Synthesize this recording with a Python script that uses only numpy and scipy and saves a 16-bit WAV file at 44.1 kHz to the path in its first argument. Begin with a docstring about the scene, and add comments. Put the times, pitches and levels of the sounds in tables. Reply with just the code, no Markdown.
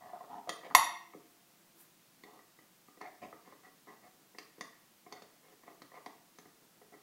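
"""Fitting steel dies into a press

A cast-iron press on a table in a small room, the microphone close by. The lower die is twisted by hand
in its seat, clicks, and drops home with a loud clank. The upper die is picked up and worked into the ram
with small scrapes and clicks, which sound through the frame and the table top."""
import sys
import numpy as np
from scipy import signal
from scipy.fft import rfft, irfft
from scipy.io import wavfile

SR = 44100
rng = np.random.default_rng(int(sys.argv[2]) if len(sys.argv) > 2 else 0)


def file_out(sig):
    """Save sig as 16-bit WAV at sys.argv[1]."""
    # one column per channel
    cols = np.atleast_2d(sig).T
    # limit, then scale
    lim = np.clip(cols, -1, 1)
    pcm = np.round(lim * 32767).astype(np.int16)
    wavfile.write(sys.argv[1], SR, pcm)


N = 309582
RING_T = np.arange(SR // 2) / SR  # time axis of one blow

# the lower die strikes its seat, too softly to excite the steel above a cutoff: start_s, gain_db, cutoff_hz
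CLANKS = [(0.4923, -25, 6000), (0.749, 1.5, 14970)]
# modes of the table top, the cast frame and the steel dies: pitch_hz, relative_db, t60_s
TABLE_MODES = [(122, -18.5, 0.037), (165, -9, 0.047), (205, -8, 0.033), (290, 0, 0.046), (328, -1.5, 0.026),
               (450, 1.5, .03), (510, 2, 0.0097)]
FRAME_MODES = [(699, -7.5, 0.045), (879.7, -2.5, 0.012), (1024, -0.5, 0.015), (1156, -3.5, 0.019),
               (1212, -3.5, 0.018), (1780, -8, .012), (1923, -6, 0.027), (2140, -4.5, 0.011)]
DIE_MODES = [(2700, -7, .014), (3231, -13, 0.021), (3593, -3.5, 0.043), (4023, -4, 0.017),
             (4440, -2, 0.031), (4770, 1, .025), (5560, -7.5, 0.033), (6240, -4, 0.016), (6860, -9, 0.041),
             (9300, -14.5, 0.049), (9900, -12.5, .03), (12480, -15.5, 0.046)]


def amp(db):
    """Decibels to gain."""
    return 10 ** (np.asarray(db) / 20)


def unit(x):
    """Scales to rms 1."""
    return x / np.sqrt(np.mean(x ** 2) + 1e-20)


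def unit_attack(x):
    """Scales a blow to rms 1 over its first 20 ms."""
    return x / np.sqrt(np.mean(x[:SR // 50] ** 2) + 1e-20)


def read(points, hz):
    """Reads a table on a log-frequency axis."""
    f, value = np.transpose(points)
    return np.interp(np.log(hz + 1), np.log(f + 1), value)


def add(mix, start_s, sound):
    """Mixes a sound in at start_s."""
    part = mix[max(round(start_s * SR), 0):][:len(sound)]
    part += sound[:len(part)]


def colour(x, spectrum):
    """Minimum-phase filter through points of frequency_hz, gain_db."""
    log_gain = np.log(amp(read(spectrum, abs(np.fft.fftfreq(4096, 1 / SR)))))
    taps = np.fft.ifft(np.exp(np.conj(signal.hilbert(log_gain)))).real
    return signal.fftconvolve(x, taps[:len(taps) // 2])[:len(x)]


def ring(modes, tilt_db_per_octave=0, scatter_db=0):
    """Dying sines; with scatter, the point of contact changes the share and sign of each."""
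    hz, db, t60 = np.transpose(modes)[:, :, None]
    share = amp(db + tilt_db_per_octave * np.log2(hz / hz[0]) + scatter_db * rng.standard_normal(hz.shape))
    sign = rng.choice([-1, 1], hz.shape) if scatter_db else (-1) ** np.arange(len(hz))[:, None]
    t = RING_T[:int(min(t60.max() * 2, .5) * SR)]
    partials = sign * share * np.exp(-np.log(1000) * t / t60) * np.sin(2 * np.pi * hz * t)
    return np.pad(partials.sum(0), (0, len(RING_T) - len(t)))


def burst(t60_s):
    """The brief chatter of two hard faces meeting."""
    return rng.standard_normal(len(RING_T)) * np.exp(-np.log(1000) * RING_T / t60_s)


def touch(start_s, level_db, freed_s=.485, usual_db=-58):
    """Tilt (dB per octave) and table thud (dB) of a contact; both are muted while the lower die binds."""
    tilt, thud_db = (-10, -66.5) if start_s < freed_s else (0, -60.5)
    force_db = level_db - usual_db
    return tilt - 0.46 * force_db, thud_db + 0.4733 * force_db  # firmer is duller and thuds more


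def knock(frame_db, thud_db, tilt):
    """One blow knocks the frame and thuds through the table top."""
    frame = unit_attack(ring(FRAME_MODES, tilt, scatter_db=3))
    table = unit_attack(ring(TABLE_MODES, scatter_db=1.5))
    return amp(frame_db) * frame + amp(thud_db) * table


def room_tone(level_db=-65, drone_hz=335, drone_width_hz=14, drone_db=2):
    """Low room tone with a faint drone, under even microphone hiss."""
    # spectrum of the room tone and hiss: frequency_hz, relative_db
    spectrum = [(25, -15.5), (60, -21), (90, -15.5), (125, -5), (170, 1), (340, -5), (450, -7), (800, -7.5),
                (1500, -10), (3000, -12), (6000, -12.5), (10000, -15), (15500, -13)]
    hz = np.fft.rfftfreq(N, 1 / SR)
    drone = amp(drone_db) / (1 + (2 * (hz - drone_hz) / drone_width_hz) ** 2)
    shape = amp(read(spectrum, hz)) * (1 + drone)
    return amp(level_db) * unit(irfft(rfft(rng.standard_normal(N)) * shape, N))


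def small_room(x, first_echo_s=0.0033, early_db=3, early_t60_s=0.052):
    """Dense reflections, strongest from the near surfaces, each band dying at its own speed."""
    # decay of the room: frequency_hz, t60_s
    decay_times = [(60, 0.16), (250, 0.46), (1000, 0.51), (3000, 0.56), (6000, 0.37), (11000, 0.38),
                   (16000, 0.18)]
    # colour of the reverberation: frequency_hz, gain_db
    tail_colour = [(40, -9), (150, 0.5), (500, 0), (1000, -2.5), (2000, -3), (4500, -2.5), (7000, -2.5),
                   (15000, -4.5)]
    t = np.arange(SR) / SR
    echoes = rng.standard_normal(SR) * (t > first_echo_s) * (1 + amp(early_db - 60 * t / early_t60_s))
    hz, when, bands = signal.stft(echoes, SR, nperseg=256)
    decay = amp(-60 * when / read(decay_times, hz)[:, None])
    bands = bands * decay * amp(read(tail_colour, hz))[:, None]
    tail = signal.istft(bands, SR, nperseg=256)[1] / np.linalg.norm(echoes * amp(-120 * t))
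    return signal.fftconvolve(x, tail)[:N]


def finger_brush(rise_db_per_s=328, fall_db_per_s=300.5):
    """Skin sliding on steel: a soft, high hiss that swells and fades."""
    # fingers pass over the metal: peak_s, level_db
    strokes = [(1.31, -71), (1.808, -58)]
    spectrum = [(200, -12), (1500, 3), (3000, -7), (7000, -4), (12000, 7), (15500, 2.5)]
    hiss = unit(colour(rng.standard_normal(N), spectrum))
    t = np.arange(N) / SR
    swells = (amp(db - np.maximum(rise_db_per_s * (s - t), fall_db_per_s * (t - s))) for s, db in strokes)
    return hiss * sum(swells)


def table_bumps(frame_db=-11, tilt_db_per_octave=-2, rise_s=0.0023):
    """A soft hand thuds on the table top and barely stirs the frame."""
    # the hand meets the table: start_s, thud_db
    bumps = [(1.146, -50.5), (4.194, -65), (4.582, -53.5), (6.618, -67)]
    out = np.zeros(N)
    for start_s, thud_db in bumps:
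        blow = knock(thud_db + frame_db, thud_db, tilt_db_per_octave)
        add(out, start_s, blow * (1 - np.exp(-RING_T / rise_s)))
    return out


def die_nudges(gain_db=-1.5, rise_s=0.0018, lead_s=0.0035, slide_db=-7, slide_t60_s=0.061):
    """The die grazes, seats and slides a little further, so the knock has no sharp edge."""
    # dull knocks, cushioned by the fingers: start_s, frame_db
    nudges = [(.134, -40.5), (.207, -45.5), (.476, -49), (.71, -44), (1.135, -53), (2.391, -57.5),
              (2.588, -58.5), (2.884, -60), (2.972, -60), (3.229, -58), (3.3274, -48), (3.476, -59),
              (3.524, -50.5), (3.871, -57), (4.347, -58.5), (5.064, -54), (5.635, -57.5), (5.678, -49.5),
              (5.917, -56), (6.455, -57), (6.815, -57.5), (6.94, -58)]
    out = np.zeros(N)
    for start_s, frame_db in nudges:
        tilt, thud_db = touch(start_s, frame_db)
        blow = knock(frame_db, thud_db, tilt) * (1 - np.exp(-RING_T / rise_s))
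        slide = (burst(slide_t60_s) * (1 - np.exp(-RING_T / lead_s)))[:SR // 10]
        rub = signal.fftconvolve(slide / np.linalg.norm(slide), blow)
        add(out, start_s, amp(gain_db) * blow)
        add(out, start_s - lead_s, amp(gain_db + slide_db) * rub)
    return out


def friction(count, slips_per_s=900, spread_db=3):
    """The force of steel rubbing on steel: tiny uneven slips over faint noise, faded in and out."""
    slipping = rng.random(len(RING_T))[:count] < slips_per_s / SR
    size = np.minimum(rng.exponential(1, len(RING_T))[:count], 3)
    noise = 0.058 * rng.standard_normal(len(RING_T))[:count]
    force = (slipping * amp(spread_db * size) + noise) * signal.windows.tukey(count, .3)
    return force - force.mean()


def die_scrapes(table_db=-5, die_db=-19, grit_db=-13, judder_hz=735, judder_t60_s=0.024):
    """Slips drive frame, table and die; a tight fit judders at one pitch and passes less to the table."""
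    # a die rubs as it is turned: start_s, length_s, frame_db, judder_relative_db
    scrapes = [(0, .12, -59.5, -4), (0.118, 0.067, -56.5, -1), (0.237, 0.013, -51.5, -7),
               (0.287, 0.12, -49, -3), (0.471, 0.024, -46.5, -15.5), (0.627, 0.052, -55, -8),
               (0.699, 0.027, -56, -15), (2.237, 0.16, -68, -1), (3.001, 0.081, -56, 5.5),
               (3.211, 0.053, -54, -4.5), (3.446, .1, -69.5, -2), (3.626, .068, -64.5, -1),
               (3.87, 0.074, -60.5, -4), (4.021, 0.066, -68, 2), (5.108, 0.084, -65.5, 2),
               (5.42, 0.13, -73, -3), (5.656, 0.067, -66.5, -6), (5.931, 0.062, -59, -4.5),
               (6.917, 0.048, -67, 4)]
    grit_spectrum = [(200, -9), (1000, 2.5), (2800, -6), (5000, -14.5), (12000, -31.5)]
    out = np.zeros(N)
    for start_s, length_s, frame_db, judder_db in scrapes:
        tilt, thud_db = touch(start_s, frame_db)
        slips = friction(int(length_s * SR))
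        grit = colour(burst(0.0083), grit_spectrum)
        responses = [(frame_db, ring(FRAME_MODES, tilt, scatter_db=3.5)),
                     (thud_db + table_db - .5 * judder_db, ring(TABLE_MODES, scatter_db=2.5)),
                     (frame_db + die_db + tilt, ring(DIE_MODES, scatter_db=1)),
                     (frame_db + grit_db + tilt, grit),
                     (frame_db + judder_db, ring([(judder_hz, 0, judder_t60_s)]))]
        for level_db, response in responses:
            rub = signal.fftconvolve(slips, response)
            add(out, start_s, amp(level_db) * rub * np.sqrt(len(slips)) / np.linalg.norm(rub))
    return out


def die_clicks(gain_db=-1, chatter_db=-2, chatter_t60_s=.024, focus_db=9, focus_octaves=0.17,
               rise_s=0.0008, extra_thud_db=2):
    """Hard contacts also ring the die; the grip decides which of its modes stands out."""
    # steel clicks on steel: start_s, frame_db, die_db, frame_tilt_db_per_octave, focus_hz
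    clicks = [(0.4924, -36.5, -39, 2.5, 3179), (2.236, -56, -61, 5, 3970), (3.013, -46, -59, -11, 4570),
              (4.3846, -51, -47, 1.5, 4610), (4.609, -43.5, -47, 6, 5840), (5.124, -49, -50.5, -0.5, 6200),
              (5.221, -54.5, -59, -3.5, 5130), (5.819, -52, -58.5, 5.5, 4430),
              (6.061, -46.5, -54, -4.5, 4260), (6.386, -56, -58, 7.5, 6100)]
    chatter_spectrum = [(300, -12), (2000, 2), (6300, -0.5), (8000, -12), (15000, -17)]
    out = np.zeros(N)
    for start_s, frame_db, die_db, tilt, focus_hz in clicks:
        _, thud_db = touch(start_s, frame_db)
        gripped = [(hz, db + focus_db * np.exp(-(np.log2(hz / focus_hz) / focus_octaves) ** 2), t60)
                   for hz, db, t60 in DIE_MODES]
        chatter = colour(burst(chatter_t60_s), chatter_spectrum)
        steel = unit_attack(ring(gripped, scatter_db=5)) + amp(chatter_db) * unit_attack(chatter)
        blow = knock(frame_db, thud_db + extra_thud_db, tilt) + amp(die_db) * unit_attack(steel)
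        add(out, start_s, amp(gain_db) * blow * (1 - np.exp(-RING_T / rise_s)))
    return out


def after_ring():
    """The loud clank leaves two faint, long tones in the press."""
    # what keeps singing: pitch_hz, level_db, t60_s
    long_modes = [(339, -63, 2.9), (706, -57.5, 2)]
    out, t = np.zeros(N), np.arange(2 * SR) / SR
    tones = sum(amp(db - 60 * t / t60) * np.sin(2 * np.pi * hz * t) for hz, db, t60 in long_modes)
    add(out, CLANKS[-1][0], tones)
    return out


def die_clanks(crack_db=-7, crack_t60_s=0.016, rise_s=.0013):
    """The lower die hits its seat: a crack, a short heavy clack and thin lasting rings."""
    # modes of the seated die and the anvil: pitch_hz, relative_db, t60_s
    anvil_modes = [(714, -22.5, 0.071), (884.5, -15.5, 0.025), (1036, 2.5, .012), (1130, -22.5, .07),
                   (1880, -17.5, 0.042), (2114, -3, 0.0096), (2710, -11, 0.0091), (3208, -23.5, 0.02),
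                   (3533, -20.5, 0.034), (3734, -39.5, 0.39), (4480, -3.5, 0.0063), (4848, -20.5, 0.02),
                   (5300, -36.5, 0.034), (5750, -21, 0.035), (5780, -38.5, 0.49), (6410, -18.5, 0.016),
                   (6874, -40, .27), (7186, -23.5, 0.0076), (9000, -25.5, 0.018), (9394, -44.5, .15),
                   (9820, -29.5, 0.077), (10750, -28.5, 0.2), (11420, -28.5, 0.13), (11830, -44, .2),
                   (12200, -34.5, .06), (12670, -24.5, 0.046)]
    # the hard crack of the contact: frequency_hz, gain_db
    crack_spectrum = [(25, 2), (60, -3), (150, 4), (300, -5.5), (600, -3.5), (1500, -5.5), (3000, 4),
                      (4600, 1), (7300, 0.5), (8200, -9), (12800, -6), (13500, -12), (15500, -15)]
    out = np.zeros(N)
    for start_s, gain_db, cutoff_hz in CLANKS:
        blow = ring(anvil_modes) + amp(crack_db) * colour(burst(crack_t60_s), crack_spectrum)
        blow *= 1 - np.exp(-(RING_T / rise_s) ** 2)  # the casting takes a moment to get moving
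        softness = signal.butter(3, cutoff_hz, fs=SR, output="sos")
        add(out, start_s, amp(gain_db) * signal.sosfilt(softness, blow))
    return out


def scene(handling_reverb_db=1, low_cut_hz=125):
    """The press and the hands, close to one microphone, with the small room around them."""
    clanks = die_clanks()
    handling = die_clicks() + die_nudges() + die_scrapes() + table_bumps() + finger_brush()
    low_cut = signal.butter(3, low_cut_hz, "high", fs=SR, output="sos")
    handling = signal.sosfilt(low_cut, handling)  # the handling sounds thin out below 125 Hz
    reverb = small_room(clanks + amp(handling_reverb_db) * handling)
    return (clanks + after_ring() + handling + reverb + room_tone())[None]


def record(dry):
    """The recorder clips at full scale and cuts the treble above 15850 Hz."""
    band_limit = signal.firwin(511, 15850, window=("kaiser", 9), fs=SR)
    return signal.oaconvolve(np.clip(dry, -1, 1), band_limit[None], "same")


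dry = scene()
out = record(dry)
file_out(out)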